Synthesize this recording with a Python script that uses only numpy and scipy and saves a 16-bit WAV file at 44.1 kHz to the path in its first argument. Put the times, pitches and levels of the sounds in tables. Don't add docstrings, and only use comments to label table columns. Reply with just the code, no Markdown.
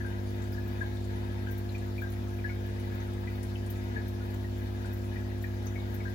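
import sys
import numpy as np
from scipy import signal
from scipy.fft import rfft, irfft, next_fast_len
from scipy.io import wavfile
from scipy.ndimage import uniform_filter1d, map_coordinates

SR = 44100
rng = np.random.default_rng(int(sys.argv[2]) if len(sys.argv) > 2 else 0)


def generate_wav(signal):
    frames = np.transpose(np.atleast_2d(signal))
    scaled = np.clip(frames, -1, 1) * 32767
    pcm = np.round(scaled).astype(np.int16)
    wavfile.write(sys.argv[1], SR, pcm)


def gain_from_db(level_db):
    decades = np.asarray(level_db, float) / 20
    return 10 ** decades


N = 270774

# t/s, f/Hz
MAINS_DRIFT = [(0, 50.074), (2.5, 50.073), (6.14, 50.057)]
# multiple of the mains, left rms level/dB, right rms level/dB (both before the waver),
# left lead/rad
PUMP_OVERTONES = [(1, -51.5, -55.5, 0.3), (2, -36.5, -35.5, 0.2), (3, -56.5, -57.5, 1.8),
                  (4, -46.5, -48, 0.16), (5, -43.5, -48, 0.99), (6, -53.5, -74, 1.5), (7, -44, -49, 0.5),
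                  (8, -58.5, -64, -2), (9, -65.5, -69, 2), (10, -58.5, -62, 1.08), (11, -87, -60, 1.74),
                  (12, -69, -60.5, -1.64), (13, -60.5, -59, 1.9), (14, -59.5, -63, -1),
                  (16, -68.5, -76, -2), (17, -71, -62, -2.5), (18, -66, -61.5, -2.5)]
# f/Hz, width/Hz, left gain/dB, right gain/dB, left lead/rad
TANK_MODES = [(228.4, 29.6, 4.5, 0, 0.4), (448, 17.5, 1.8, -1.5, 1.1), (596, 36, -9.5, -13.5, 2.5),
              (810, 9.8, -12.5, -17, -0.3), (845, 22, -14.5, -3.5, 3), (913.6, 21, -1, -9.5, -2.5),
              (999, 16, -4, -4, 3.5), (1062, 24, -14, -11, -2), (1210, 11, -9.5, -16.5, -3),
              (1300, 13, -12.5, -10, -1.05), (1447, 28, -10.5, -12, 2), (1588, 9, -6.5, -33, 7),
              (1619, 17.5, -6, -17.5, 3), (1702, 27, -2.5, -14, -3), (1870, 21, -6, -20, -2.5),
              (1940, 18, -7, -21.5, -3.5), (1986, 21, -7, -18.2, -3.5), (2114, 51, -17, -22, -1.5),
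              (2195, 9.9, -11, -14.5, 0.3), (2350, 18, -12.5, -19, 0.7), (2403, 16, -11, -17, 1.24),
              (2516, 39, -19, -15, -0.5), (2650, 40, -17, -17, 1.9), (2973, 30, -14, -22.5, 3.5),
              (3100, 38, -19, -17, 3.5), (3330, 130, -24, -27, -2), (3676, 78, -15.5, -35, 3.5),
              (4440, 99, -20.5, -36, 3.5)]
# t/s, peak level of the two-port mean/dB (before the echo), starting pitch f/Hz
LARGE_BUBBLES = [(0.0035, -41, 1710), (0.047, -41, 1565), (0.5745, -43.5, 1690), (0.808, -34, 1630),
                 (0.8208, -47.5, 1020), (1.3605, -51, 2210), (1.469, -42.5, 1558), (1.7483, -40, 2420),
                 (1.9802, -40, 2350), (2.0182, -40.5, 1573), (2.3858, -50, 2370), (2.4425, -35, 1694),
                 (2.4929, -38, 2194), (2.4995, -47.5, 1460), (3.272, -44, 1994), (3.274, -48, 2350),
                 (3.5547, -45, 3000), (3.558, -47.5, 2650), (3.9592, -36, 1704), (4.205, -50, 1440),
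                 (4.4423, -48, 1870), (4.846, -44.5, 1520), (5.1577, -43.5, 1900), (5.165, -52, 2370),
                 (5.4393, -37.5, 1806), (5.441, -48.5, 2360), (5.758, -39, 2190), (6.004, -44, 2250),
                 (6.0521, -42.5, 1573), (6.0765, -50, 1870)]
# t/s, nominal level/dB (before a common trim), pitch f/Hz
LOUD_BURSTS = [(0.061, -52, 9400), (0.356, -53, 14500), (0.437, -54, 7700), (0.518, -42, 14800),
               (0.527, -46, 5060), (0.675, -45, 14500), (0.964, -47, 3640), (1.51, -38, 15200),
               (1.577, -40, 14600), (1.689, -43, 4100), (1.779, -55.5, 8400), (2.014, -43, 15200),
               (2.101, -44, 14800), (2.12, -47, 11100), (2.365, -52, 14000), (2.66, -50, 14800),
               (2.797, -51, 9800), (2.949, -45, 15200), (3.002, -51, 6300), (3.316, -52, 15300),
               (3.35, -51, 15300), (3.429, -43, 9300), (3.66, -50, 9000), (3.701, -35, 14300),
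               (4.08, -44, 13100), (4.304, -50, 12900), (4.341, -46, 15300), (4.578, -49, 13500),
               (4.856, -53.5, 8600), (4.93, -42, 13900), (4.971, -49, 15300), (5.422, -42.5, 13300),
               (5.656, -46, 13900), (5.666, -41, 6140), (5.798, -47.5, 3700), (5.942, -39.5, 13500)]
# f/Hz, left rms level/dB, right rms level/dB (both before the waver), left lead/rad
FAR_MOTOR = (63.5, -42.5, -42, 0.06)
# f/Hz, left level/dB in 1 Hz, right level/dB in 1 Hz (before the faint patches)
ROOM_AIR = [(30, -85, -90), (93, -73.5, -73), (138, -78.5, -82), (282, -88, -83.5), (420, -80.5, -82.5),
            (520, -83.5, -84), (730, -82.5, -97), (1150, -89.5, -97.5), (2250, -95.5, -97),
            (3600, -93, -95.5), (5270, -95.5, -100), (7180, -100, -105), (8300, -110, -110),
            (9800, -102.5, -112), (12100, -104, -106), (13500, -102, -108), (15800, -100, -107)]
# f/Hz, likeness (0 to 1)
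PORT_LIKENESS = [(60, 1), (300, 0.9), (600, 0.57), (2000, 0.028)]

ONSET_CYCLES = 1.6
BUBBLE_CYCLES, BUBBLE_RISE = 58, 0.04
CAVITY_CYCLES, FILM_CYCLES = 54, 5.2
FILM_DB, FILM_DB_PER_OCTAVE = 4, 10
SMALL_DB, SMALL_SPREAD_DB = 37, 14


def along(points, hz):
    f, *cols = np.transpose(points)
    return np.array([np.interp(np.log(hz + 1), np.log(f + 1), c) for c in cols])


def wobble(rate):
    knots = rng.standard_normal(int(N * rate / SR) + 4)
    return map_coordinates(knots, [np.arange(N) * rate / SR])


def filtered(x, response):
    n = x.shape[-1]
    m = next_fast_len(n + 8192)
    spectrum = rfft(x, m) * response(np.fft.rfftfreq(m, 1 / SR))
    return irfft(spectrum, m)[..., :n]


def add(track, s, sound):
    i = round(s * SR)
    track[..., i:i + sound.shape[-1]] += sound


def tone(phase, left_db, right_db, lead):
    level = np.sqrt(2) * gain_from_db([[left_db], [right_db]])
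    return level * np.cos(phase - np.array([[0], [lead]]))


def mains_swing():
    s, hz = np.transpose(MAINS_DRIFT)
    drift = np.interp(np.arange(N) / SR, s, hz)
    return 2 * np.pi * np.cumsum(drift) / SR + 1.3


def pump(swing):
    hum = np.zeros((2, N))
    for k, left_db, right_db, lead in PUMP_OVERTONES:
        waver = gain_from_db(0.056 * k * wobble(6))
        hum += tone(k * swing + 2.19, left_db, right_db, lead) * waver
    return hum


def tank(hz):
    modes = np.zeros((2, len(hz)), complex)
    for k, (centre, width, left_db, right_db, lead) in enumerate(TANK_MODES):
        ports = gain_from_db([[left_db], [right_db]]) * np.exp([[0], [-1j * lead]])
        damping = 1j * hz * width
        modes += (-1) ** k * ports * damping / (centre * centre - hz * hz + damping)
    return modes


def bubble(hz, life, rise, count):
    t = np.arange(count) / SR
    ring = np.sin(2 * np.pi * hz * t * (1 + rise * t / life / 2))
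    onset = 1 - np.exp(-t * hz / ONSET_CYCLES)
    return ring * gain_from_db(-60 * t / life) * onset


def large_bubbles():
    out = np.zeros((2, N + SR))
    for s, db, hz in LARGE_BUBBLES:
        pulse = bubble(hz, BUBBLE_CYCLES / hz, BUBBLE_RISE, count=9000)
        ring = filtered(pulse, tank) + gain_from_db([[-19], [-29]]) * pulse
        add(out, s, ring * gain_from_db(db) / np.abs(ring.mean(0)).max())
    return out[:, :N]


def trickle(swing, count=1500):
    stream = np.zeros(N + SR)
    for when, pitch, size in rng.random((count, 3)):
        hz = 1100 * 4.2 ** pitch
        level = gain_from_db(-35 + 11.1 * size) * np.sqrt(hz / 1500)
        add(stream, when * N / SR, bubble(hz, 25 / hz, 0.082, count=2000) * level)
    stroke = gain_from_db(1.5 * np.sin(swing))
    churn = gain_from_db(-29.5 + 2.1 * wobble(8)) * rng.standard_normal(N)
    return filtered(stroke * (stream[:N] + churn), tank)


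def bubbles(swing):
    near = large_bubbles() + trickle(swing)
    decay = gain_from_db(-60 * np.arange(SR // 3) / SR / 0.2)
    tail = rng.standard_normal((2, SR // 3)) * decay
    tail /= np.linalg.norm(tail[0])
    echo = signal.fftconvolve(near[:1], tail, axes=1)[:, :N]
    return near + gain_from_db([[-12], [-14]]) * echo


def burst(hz):
    ring = bubble(hz, CAVITY_CYCLES / hz, 0, count=800)
    snap = bubble(hz, FILM_CYCLES / hz, 0, count=800)
    film = gain_from_db(FILM_DB + FILM_DB_PER_OCTAVE * np.log2(hz / 12000))
    blip = ring / np.linalg.norm(ring) + film * snap / np.linalg.norm(snap)
    return blip / np.linalg.norm(blip)


def wall_smear():
    t = np.arange(SR // 5) / SR
    decay = gain_from_db(-60 * t / 0.072) + 0.19 * gain_from_db(-60 * t / 0.24)
    build = 1 - np.exp(-t / [[.0015], [.004]])
    return rng.standard_normal((2, len(t))) * decay * gain_from_db([[0], [-3]]) * build


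def bursts(count=300):
    events = list(LOUD_BURSTS)
    for when, size, pitch in rng.random((count, 3)):
        hz = 7000 + 9000 * pitch
        db = along(ROOM_AIR, hz)[0] + SMALL_DB + SMALL_SPREAD_DB * size * size
        events.append((when * N / SR, db, hz))
    out = np.zeros((2, N + SR))
    for s, db, hz in events:
        fizz = signal.fftconvolve(wall_smear(), burst(hz)[None], axes=1)
        add(out, s, fizz * gain_from_db(db - 2.5 - along(ROOM_AIR, hz)[0]))

    def treble_colour(hz):
        return gain_from_db(along(ROOM_AIR, np.maximum(hz, 3000)))

    return filtered(out[:, :N], treble_colour)


def drone():
    hz, left_db, right_db, lead = FAR_MOTOR
    phase = 2 * np.pi * hz * np.arange(N) / SR + 0.12 * wobble(2)
    return tone(phase, left_db, right_db, lead) * gain_from_db(0.61 * wobble(3.04))


def room():
    z = signal.stft(rng.standard_normal((2, N)), nperseg=512)[2]
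    field = uniform_filter1d(rng.standard_normal(z.shape[1:]), 8, 0)
    field = uniform_filter1d(field, 8, 1)
    patches = gain_from_db(1.67 * field / field.std())
    pair = signal.istft(z * patches, nperseg=512)[1][:, :N]

    def mid_side(hz):
        turn = np.arccos(np.clip(along(PORT_LIKENESS, hz)[0], 0, 1)) / 2
        return np.array([np.cos(turn), np.sin(turn)])

    def colour(hz):
        return np.sqrt(SR / 2) * gain_from_db(along(ROOM_AIR, hz))

    mid, side = filtered(pair, mid_side)
    return filtered(np.array([mid + side, mid - side]), colour)


def scene():
    swing = mains_swing()
    return pump(swing) + bubbles(swing) + bursts() + drone() + room()


def low_pass(x):
    return signal.sosfilt(signal.butter(12, 16830, fs=SR, output="sos"), x)


def record(dry):
    mix = filtered(dry, lambda hz: hz < 15880)
    return low_pass(mix)


dry = scene()
out = record(dry)
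generate_wav(out)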